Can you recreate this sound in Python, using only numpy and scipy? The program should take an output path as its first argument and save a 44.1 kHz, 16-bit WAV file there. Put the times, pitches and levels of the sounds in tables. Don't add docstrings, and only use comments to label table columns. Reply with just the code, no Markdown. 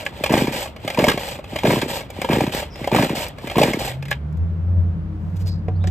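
import sys
import numpy as np
from scipy import signal
from scipy.fft import rfft, irfft, next_fast_len
from scipy.io import wavfile
from scipy.ndimage import uniform_filter1d

SR = 44100
rng = np.random.default_rng(int(sys.argv[2]) if len(sys.argv) > 2 else 0)


def wav_out(sig):
    wavfile.write(sys.argv[1], SR, np.round(np.clip(np.atleast_2d(sig).T, -1, 1) * 32767).astype(np.int16))


N = 260190
T = np.arange(N) / SR
HIT_T = np.arange(4096) / SR
SIDE = np.array([[1], [-1]])


def undb(db):
    return 10 ** (np.asarray(db) / 20)


def unit(x):
    return x / np.sqrt(np.mean(x ** 2))


def add(track, start_s, x):
    i = max(int(start_s * SR), 0)
    track[i:i + len(x)] += x[:max(N - i, 0)]


def butter(x, order, edge_hz, kind):
    return signal.sosfilt(signal.butter(order, edge_hz, kind, fs=SR, output="sos"), x)


def colour(x, spectrum):
    size = next_fast_len(len(x) + 2048, real=True) // 2 * 2
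    hz, db = np.transpose(spectrum)
    bin_hz = np.fft.rfftfreq(size, 1 / SR)
    gain = undb(np.interp(np.log(bin_hz + 1), np.log(hz), db))
    cepstrum = irfft(np.log(gain))
    cepstrum[1:size // 2] *= 2
    cepstrum[size // 2 + 1:] = 0
    response = np.exp(rfft(cepstrum))
    return unit(irfft(rfft(x, size) * response)[:len(x)])


def walk(rate_hz):
    return np.interp(T * rate_hz, np.arange(4096), rng.standard_normal(4096))


def grains(per_s, spread_db):
    hits = rng.random(N) < per_s / SR
    return hits * rng.standard_normal(N) * undb(spread_db * rng.standard_normal(N))


def swell(start_s, end_s, attack_s, release_s):
    return undb(-20 * (np.maximum(start_s - T, 0) / attack_s + np.maximum(T - end_s, 0) / release_s))


def decay(t60_s, db=0):
    return undb(db - 60 * HIT_T / t60_s)


def onset(attack_s):
    return 1 - np.exp(-HIT_T / attack_s)


def ping(hz, attack_s, t60_s):
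    attack = 1 - np.exp(-(HIT_T / attack_s) ** 2)
    return attack * decay(t60_s) * np.sin(2 * np.pi * hz * HIT_T)


def scatter(x, t60_s):
    t = np.arange(16384) / SR
    tails = rng.standard_normal((2, len(t))) * undb(-60 * t / t60_s)
    tails /= np.linalg.norm(tails, axis=1, keepdims=True)
    return signal.fftconvolve(x[None], tails, axes=1)[:, :N]


# (frequency [Hz], gain [dB])
AIR_SPECTRUM = [(25, -43.5), (55, 0), (130, -5), (600, -21), (1300, -28), (4000, -47.5), (7000, -57.5),
                (15000, -65)]


def air():
    mid, side = (colour(rng.standard_normal(N), AIR_SPECTRUM) * undb(.8 * walk(5)) for _ in range(2))
    return undb(-38) * mid + undb(-39) * butter(side, 1, 600, "high") * SIDE


# (time [s], length [s], start pitch [Hz], end pitch [Hz], relative level [dB])
CHIRPS = [(2.697, 0.071, 5460, 4980, -43.5), (5.746, 0.034, 3920, 4930, -54.5),
          (5.775, .018, 5000, 4130, -53), (5.802, 0.05, 3440, 3970, -49)]


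def bird(trill_per_s=64, trill_depth_hz=170, rasp_share=.8):
    out = np.zeros(N)
    quiver_hz = trill_depth_hz * np.sin(2 * np.pi * trill_per_s * T + walk(40))
    for s, length_s, start_hz, end_hz, db in CHIRPS:
        along = np.clip((T - s) / length_s, 0, 1)
        phase = 2 * np.pi * np.cumsum(start_hz + (end_hz - start_hz) * along + quiver_hz) / SR
        rasp = walk(750) * np.sin(phase) + walk(750) * np.cos(phase)
        note = np.sqrt(1 - rasp_share) * np.sin(phase) + np.sqrt(rasp_share / 2) * rasp
        out += undb(db - 1) * np.sin(np.pi * along) * note
    return out + undb(.5) * scatter(out, t60_s=.35)


# (frequency [Hz], gain [dB])
HIGH_CHIRP_SPECTRUM = [(3000, -31), (4200, -5), (5050, -2), (5600, -19), (7300, -23), (9000, -34)]


def high_chirp():
    rasp = colour(grains(2500, 2), HIGH_CHIRP_SPECTRUM)
    return undb(-42) * rasp * swell(5.475, 5.504, attack_s=.024, release_s=.074)


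# (time [s], firing rate [Hz], firing tone level [dB], octave weight [dB])
RUN_UP = [(3.8, 61.9, -31, -38.5), (3.95, 65.3, -46, -28.5), (4.1, 68.2, -41, -29),
          (4.22, 73.5, -27, -30.5), (4.32, 78.2, -28.5, -21.5), (4.41, 83.7, -19, -32),
          (4.56, 87.56, -24, -39), (4.77, 87, -14, -40), (4.88, 88.1, -18.5, -42),
          (4.98, 86.65, -29.5, -36), (5.2, 86.55, -29, -36.5), (5.46, 92.9, -20.5, -40),
          (5.62, 89.24, -28, -43), (5.78, 92.3, -18, -50), (5.9, 91.8, -19.5, -32)]
# (frequency [Hz], level [dB], throb [dB])
ENGINE_LINES = [(56.3, -36.5, 1), (161, -35, 2), (199, -42, 3), (313, -48.5, 4)]
# (multiple, level re firing tone [dB])
PUTTER = [(4, -41.5), (5, -38.5), (6, -37), (7, -37.5), (8, -41)]
# (frequency [Hz], gain [dB])
EXHAUST_SPECTRUM = [(30, -28.5), (55, -15.5), (110, 5.5), (170, 12.5), (230, -2), (300, -39.5), (450, -16),
                    (900, -33), (2000, -54.5), (6000, -85)]


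def drone(rate_waver=.0188, throb_db=1):
    times, rate_hz, *levels_db = np.transpose(RUN_UP)
    curves_db = [np.interp(T, times, db, left=-np.inf, right=-np.inf) for db in levels_db]
    firing_gain, octave_gain = uniform_filter1d(undb(curves_db), size=300)
    hz = np.interp(T, times, rate_hz) * (1 + rate_waver * walk(30))
    phase = 2 * np.pi * np.cumsum(hz) / SR
    firing = firing_gain * np.sin(phase) * undb(throb_db * walk(45))
    octave = octave_gain * np.sin(2 * phase + .72 * walk(30)) * undb(-3 + 2.7 * walk(28))
    lines = sum(undb(db + depth_db * walk(26)) * np.sin(2 * np.pi * line_hz * T + .41 * walk(24))
                for line_hz, db, depth_db in ENGINE_LINES)
    lines *= np.interp(T, [4.1, 4.8], [0, 1])
    putter = firing_gain * sum(undb(db + 2.6 * walk(20)) * np.cos(k * phase) for k, db in PUTTER)
    gas = rng.standard_normal(N) * (1 + .58 * np.cos(phase))
    rumble = undb(-34) * colour(gas, EXHAUST_SPECTRUM) * np.interp(T, [3.9, 4.4], [0, 1])
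    return np.sqrt(2) * (firing + octave + putter + lines) + rumble


# (time [s], length [s], level [dB])
BRUSHES = [(4.32, 0.016, -56.5), (4.366, 0.017, -55), (5.018, 0.66, -65.5), (5.355, 0.03, -49),
           (5.38, 0.066, -50), (5.45, 0.06, -43)]


def brushes():
    out = np.zeros(N)
    hiss = colour(grains(14000, 1.5), [(2000, .5), (5000, 1.5), (8000, -3.5), (14000, -7)])
    for s, length_s, db in BRUSHES:
        along = np.clip((T - s) / length_s, 0, 1)
        out += undb(db) * hiss * np.sin(np.pi * along) ** 2
    return out


# (time [s], relative level [dB], thud pitch [Hz], scuff cutoff [Hz])
BUMPS = [(5.682, -21.5, 450.6, 964), (5.8391, -25.5, 567.4, 2230), (5.872, -25, 342, 5460)]


def bumps():
    out = np.zeros(N)
    ring = undb(-6.5) * ping(745, attack_s=.003, t60_s=.12)
    for s, db, hz, cutoff_hz in BUMPS:
        thud = undb(7.5) * ping(hz, attack_s=.004, t60_s=.043)
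        scuff = butter(rng.standard_normal(len(HIT_T)), 2, [250, cutoff_hz], "band")
        scuff *= onset(.0025) * (decay(.016) + decay(.11, db=-19))
        add(out, s, undb(db) * (thud + ring + undb(-18) * unit(scuff)))
    return out


# (time [s], level [dB])
FLICKS = [(.052, -32), (.2395, -21), (0.3236, -20), (0.9, -30), (2.1027, -31), (2.2153, -26.5),
          (2.8734, -27), (2.9457, -24), (3.283, -27.5), (3.5812, -17.5), (4.109, -23)]
# (frequency [Hz], gain [dB])
FLICK_SPECTRUM = [(1500, -21), (4000, -3.5), (7500, -0.5), (10000, -2), (13000, -3.5), (15500, -7.5)]


def flicks():
    out = np.zeros(N)
    for s, db in FLICKS:
        noise = colour(rng.standard_normal(len(HIT_T)), FLICK_SPECTRUM)
        add(out, s, onset(.00085) * decay(.025, db) * noise)
    return out


# (time [s], level [dB])
SNAPS = [(0.064, -16.5), (4.1136, -12), (4.127, -19.5)]
# (frequency [Hz], relative level [dB], t60 [s])
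HANDLE_MODES = [(560, -8, 0.064), (813, -8.5, 0.056), (1104, -11, 0.059), (1682, 1, 0.037),
                (2056, -6, 0.032), (2460, 1.5, 0.014), (3100, -4, 0.016)]
# (frequency [Hz], gain [dB])
TICK_SPECTRUM = [(2500, -9.5), (4300, 14), (6500, 4.5), (8200, 5.5), (10000, 4), (15500, -2)]


def handle_snaps():
    out = np.zeros(N)
    hz, mode_db, t60_s = np.transpose(HANDLE_MODES)[:, :, None]
    for s, db in SNAPS:
        phase_cycles = rng.random((len(hz), 1))
        ring = (decay(t60_s, mode_db) * np.sin(2 * np.pi * (hz * HIT_T + phase_cycles))).sum(0)
        crack = colour(rng.standard_normal(len(HIT_T)), TICK_SPECTRUM) * decay(.018)
        clatter = unit(butter(rng.standard_normal(len(HIT_T)), 2, [1400, 3100], "band"))
        clatter *= decay(.033) + decay(.11, db=-18)
        snap = undb(-.5) * ring + undb(-11.5) * crack + undb(-4.5) * clatter
        add(out, s, undb(db) * onset(.00045) * snap)
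    return out


def rattles(envelope, per_s, db, spread_db, t60_s, low_hz, high_hz):
    out = np.zeros(N)
    wait, pitch, size = rng.random((2000, 3)).T
    times = np.cumsum(-np.log(1 - wait)) / per_s
    notes_hz = low_hz * (high_hz / low_hz) ** pitch
    levels_db = db + spread_db * np.sqrt(12) * (size - .5)
    for s, hz, touch_db in zip(times, notes_hz, levels_db):
        if s < T[-1]:
            add(out, s, envelope[int(s * SR)] * undb(touch_db) * ping(hz, .00091, t60_s))
    return out


# (time [s], relative speed [dB])
PULLS = [(0.3072, -3.5), (.986, -7), (1.646, -3), (2.301, -7.5), (2.928, -4), (3.57, -4)]
# (start [s], end [s], relative speed [dB])
REWINDS = [(-.1, 0.0011, -8), (.055, 0.058, -13), (0.525, 0.63, -2.5), (1.197, 1.326, -7),
           (1.885, 1.98, -4), (2.526, 2.6, -2.5), (3.154, 3.236, -2.5), (3.793, 3.887, -3.5),
           (4.109, 4.09, -10)]
# (frequency [Hz], gain [dB])
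HISS_SPECTRUM = [(1800, -41), (4300, 18.5), (6500, 11.5), (8200, 18.5), (10000, 3.5), (13500, 15),
                 (15500, -7)]
# (frequency [Hz], gain [dB])
SCRAPE_SPECTRUM = [(60, 3.5), (150, -7), (350, -2.5), (550, 9.5), (680, 0), (820, 7), (1100, -6),
                   (1400, -4.5), (2200, -6.5), (3100, -3), (4300, -8.5), (7000, -30.5)]


def cord():
    speed = np.zeros(N)
    for s, db in PULLS:
        slack = undb(-19) * swell(s - .13, s, attack_s=.088, release_s=.15)
        draw = undb(db) * swell(s + .025, s + .11, attack_s=.018, release_s=.15)
        speed = np.max([speed, slack, draw], axis=0)
    for start_s, end_s, db in REWINDS:
        speed = np.maximum(speed, undb(db) * swell(start_s, end_s, attack_s=.012, release_s=.06))
    flutter = undb(2.2 * walk(200))
    hiss = colour(grains(12000, 2) * flutter, HISS_SPECTRUM) * undb(-32) * speed
    scrape = colour(grains(5000, 3) * flutter, SCRAPE_SPECTRUM) * undb(-26) * speed ** .76
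    tinkle = rattles(speed ** .61, per_s=280, db=-25.5, spread_db=3.5, t60_s=.016,
                     low_hz=1845, high_hz=3427)
    coils = rattles(speed ** .55, per_s=55, db=-24.5, spread_db=1.5, t60_s=.056,
                    low_hz=475, high_hz=949)
    return hiss + scrape + tinkle + coils


# (time [s], gap [s], clack 1 [dB], thud 1 [dB], clack 2 [dB], thud 2 [dB])
PAWLS = [(0.237, 0.023, -14.5, -12.5, -18, -16), (0.8763, 0.025, -19.5, -16, -21.5, -19.5),
         (1.559, 0.027, -21, -15.5, -22.5, -25), (2.2158, 0.029, -20, -15.5, -24, -11.5),
         (2.8424, .032, -28, -20, -28, -10), (3.471, 0.027, -26.5, -17.5, -26.5, -24)]


def pawl_rings(first_hz=2077, second_hz=3230):
    out = np.zeros(N)
    for s, gap_s, *_ in PAWLS:
        for lag_s, hz in (0, first_hz), (gap_s, second_hz):
            add(out, s + lag_s, undb(-27) * ping(hz, attack_s=.0011, t60_s=.055))
    return out


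# (time [s], clack [dB], thud [dB])
KNOCKS = [(0.323, -26.5, -13.5), (.338, -17, -3), (.376, -17, -15), (0.9445, -24.5, -23),
          (.988, -16.5, -9.5), (0.9962, -24.5, -9), (1.0404, -13, -2), (1.082, -9, -7), (1.096, -14.5, -14),
          (1.1145, -18.5, -12), (1.1754, -22.5, -14), (1.389, -40, -19.5), (1.651, -22, -7.5),
          (1.7044, -21.5, -15), (1.815, -18, -21), (2.33, -18.5, -14), (2.4065, -27.5, -12),
          (2.947, -20, -4), (2.961, -16, -11), (2.986, -20, -9), (3.0239, -20, -13), (3.5118, -26, -17.5),
          (3.5815, -19, -3), (3.6142, -16, -3), (3.6313, -12.5, -7), (3.733, -18.5, -18), (4.024, -34, -40),
          (4.053, -33, -35), (4.0817, -33, -34)]


def blows(knock_hz=627, drop_hz=566, stop_hz=674, slap_hz=893, slap_db_per_s=132):
    rows = [(*knock, knock_hz) for knock in KNOCKS]
    for s, gap_s, *levels_db in PAWLS:
        rows += [(s, *levels_db[:2], knock_hz), (s + gap_s, *levels_db[2:], knock_hz)]
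    rows += [(s + .455, -35.5, -29.5, drop_hz) for s, _ in PULLS]
    rows += [(end_s + .027, db - 28.5, db - 21.5, stop_hz) for _, end_s, db in REWINDS]
    for s, turn_s, db in turns():
        rows.append((s - .013, db - 22 + slap_db_per_s * turn_s, db - 10.5, slap_hz))
    return rows


# (frequency [Hz], relative level [dB], t60 [s])
HOUSING_MODES = [(581, 14, 0.026), (802, 8.5, 0.029), (1105, 2.5, 0.039), (1696, -3.5, 0.047),
                 (2200, 3.5, 0.023), (2404, 7.5, 0.0096), (2766, 7, 0.0086), (3170, 5.5, 0.0074)]


def housing_knocks(split_hz=1200, pitch_spread=.14):
    out, size = np.zeros(N), len(HIT_T)
    hz, mode_db, t60_s = np.transpose(HOUSING_MODES)[:, :, None]
    low = hz[:, 0] < split_hz
    chatter = onset(.0037) * (decay(.021) + decay(.13, db=-22.5))
    for s, clack_db, thud_db, thud_hz in blows():
        noise = rng.standard_normal((3, size))
        level_jitter, pitch_jitter = rng.standard_normal((2, len(hz), 1))
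        modes = np.sin(2 * np.pi * hz * (1 + .035 * pitch_jitter) * HIT_T)
        modes *= decay(t60_s, mode_db + 3.5 * level_jitter)
        ring = signal.fftconvolve(noise[0] * chatter, modes[~low].sum(0))[:size]
        rattle = signal.fftconvolve(noise[1] * decay(.033), modes[low].sum(0))[:size]
        tick = colour(noise[2] * chatter, TICK_SPECTRUM)
        tone = ping(thud_hz * (1 + pitch_spread * rng.standard_normal()), attack_s=.0023, t60_s=.023)
        clack = undb(-14.5) * unit(ring) + undb(-22.5) * tick
        thud = undb(5) * tone + undb(-19) * unit(rattle)
        add(out, s, undb(clack_db) * clack + undb(thud_db) * thud)
    return out


def gulp(t, top_hz, low_hz, glide_s, width_s, ring_db, t60_s):
    hz = low_hz + (top_hz - low_hz) * (1 - np.tanh(t / glide_s + .95)) / 2
    phase = 2 * np.pi * np.cumsum(hz) / SR
    burst = 1 / (1 + ((t + .0002) / width_s) ** 2) ** 2
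    ring = undb(ring_db - 60 * np.abs(t) / t60_s) * (1 + np.tanh(t / width_s)) / 2
    return (burst + ring) * np.cos(phase - np.interp(0, t, phase))


# (time [s], level [dB])
GULPS = [(0.307, -7.5), (0.3419, -9), (0.379, -9.5), (0.4228, -9), (0.4834, -11.5), (0.5614, -22),
         (0.9864, -7.5), (1.029, -10), (1.0802, -7.5), (1.1453, -15.5), (1.646, -7.5), (1.6839, -8),
         (1.72, -7.5), (1.771, -11), (1.8326, -12), (1.913, -24.5), (2.3012, -8), (2.3368, -9),
         (2.3726, -10), (2.4186, -9.5), (2.4785, -13.5), (2.55, -18), (2.9281, -7.5), (2.9634, -10),
         (2.9958, -8), (3.0358, -9), (3.1064, -12.5), (3.1798, -19.5), (3.569, -8.5), (3.6041, -8.5),
         (3.6403, -8.5), (3.6856, -10.5), (3.7461, -14.5), (3.8204, -20.5)]
LONGEST_TURN_S = .08


def turns():
    times, db = np.transpose(GULPS)
    lengths_s = np.minimum(np.diff(times, append=np.inf), LONGEST_TURN_S)
    return list(zip(times, lengths_s, db))


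# (frequency [Hz], gain [dB])
WORKS_SPECTRUM = [(60, -44), (140, 3.5), (400, 4.5), (1200, -10), (2500, -9), (6000, -30)]


def cranking(lead_s=.03, second_port_turns=.39):
    out, works_gain = np.zeros(N), np.zeros(N)
    t = np.arange(int(.16 * SR)) / SR - lead_s
    creeps = [(s - .025, LONGEST_TURN_S, -20) for s, *_ in PAWLS]
    for s, turn_s, db in creeps + turns():
        pitch_jitter, whistle_jitter, level_jitter = rng.standard_normal(3)
        tune = 1 + .07 * pitch_jitter
        main = gulp(t, 1000 * tune, 125 * tune, glide_s=.00357, width_s=.0038, ring_db=-13, t60_s=.13)
        second = gulp(t - second_port_turns * turn_s, 800 * tune, 210 * tune,
                      glide_s=.0043, width_s=.0047, ring_db=-11, t60_s=.15)
        second *= undb(-9.5 + 2.5 * level_jitter)
        whistle_hz = 900 * (1 + .053 * whistle_jitter)
        whistle = undb(-2) * np.exp(-((t + .01) / .0025) ** 2) * np.sin(2 * np.pi * whistle_hz * t)
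        speed = undb(.5 * (db - 3.5))
        add(out, s - lead_s, undb(db) * (main + speed * whistle + second))
        add(works_gain, s - lead_s, undb(db) * speed * np.exp(-((t - .012) / .018) ** 2))
    return out + undb(-6.5) * works_gain * colour(grains(1400, 2.5), WORKS_SPECTRUM)


# (frequency [Hz], left lead [rad])
MIC_PHASE = [(600, 0), (1210, .5), (1680, 5.9), (4200, 8.1), (4600, 10.6), (7000, 12.7), (10700, 9),
             (11800, 6.4), (15000, 5)]


def yard(x, left_over_right_db=-.1):
    lead_rad = np.interp(np.fft.rfftfreq(2 * N, 1 / SR), *np.transpose(MIC_PHASE))
    direct = irfft(rfft(x, 2 * N) * np.exp(.5j * lead_rad * SIDE))[:, :N]
    tail = scatter(butter(x, 2, [600, 7000], "band"), t60_s=.087)
    return direct * undb(SIDE * left_over_right_db / 2) + undb(-9) * tail


def shifting_echoes(x, side_db):
    echoes = np.real(signal.hilbert(x) * (walk(25) + 1j * walk(25)))
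    return x + undb(side_db) * echoes * SIDE


def scene():
    wide_cord = undb(-4) * butter([cord(), cord()], 2, [900, 11000], "band")
    trimmer = cranking() + housing_knocks() + pawl_rings() + flicks()
    trimmer += bumps() + handle_snaps() + cord() + brushes()
    near = yard(trimmer + high_chirp()) + wide_cord
    return near + shifting_echoes(drone(), side_db=-15.5) + bird() + air()


def record(dry):
    low_hz, top_hz, ceiling = 38, 15300, .92
    dry = butter(dry, 3, low_hz, "high")
    rounded = dry / (1 + (dry / ceiling) ** 4) ** (1 / 4)
    return signal.sosfilt(signal.ellip(8, .2, 80, top_hz, fs=SR, output="sos"), rounded)


dry = scene()
out = record(dry)
wav_out(out)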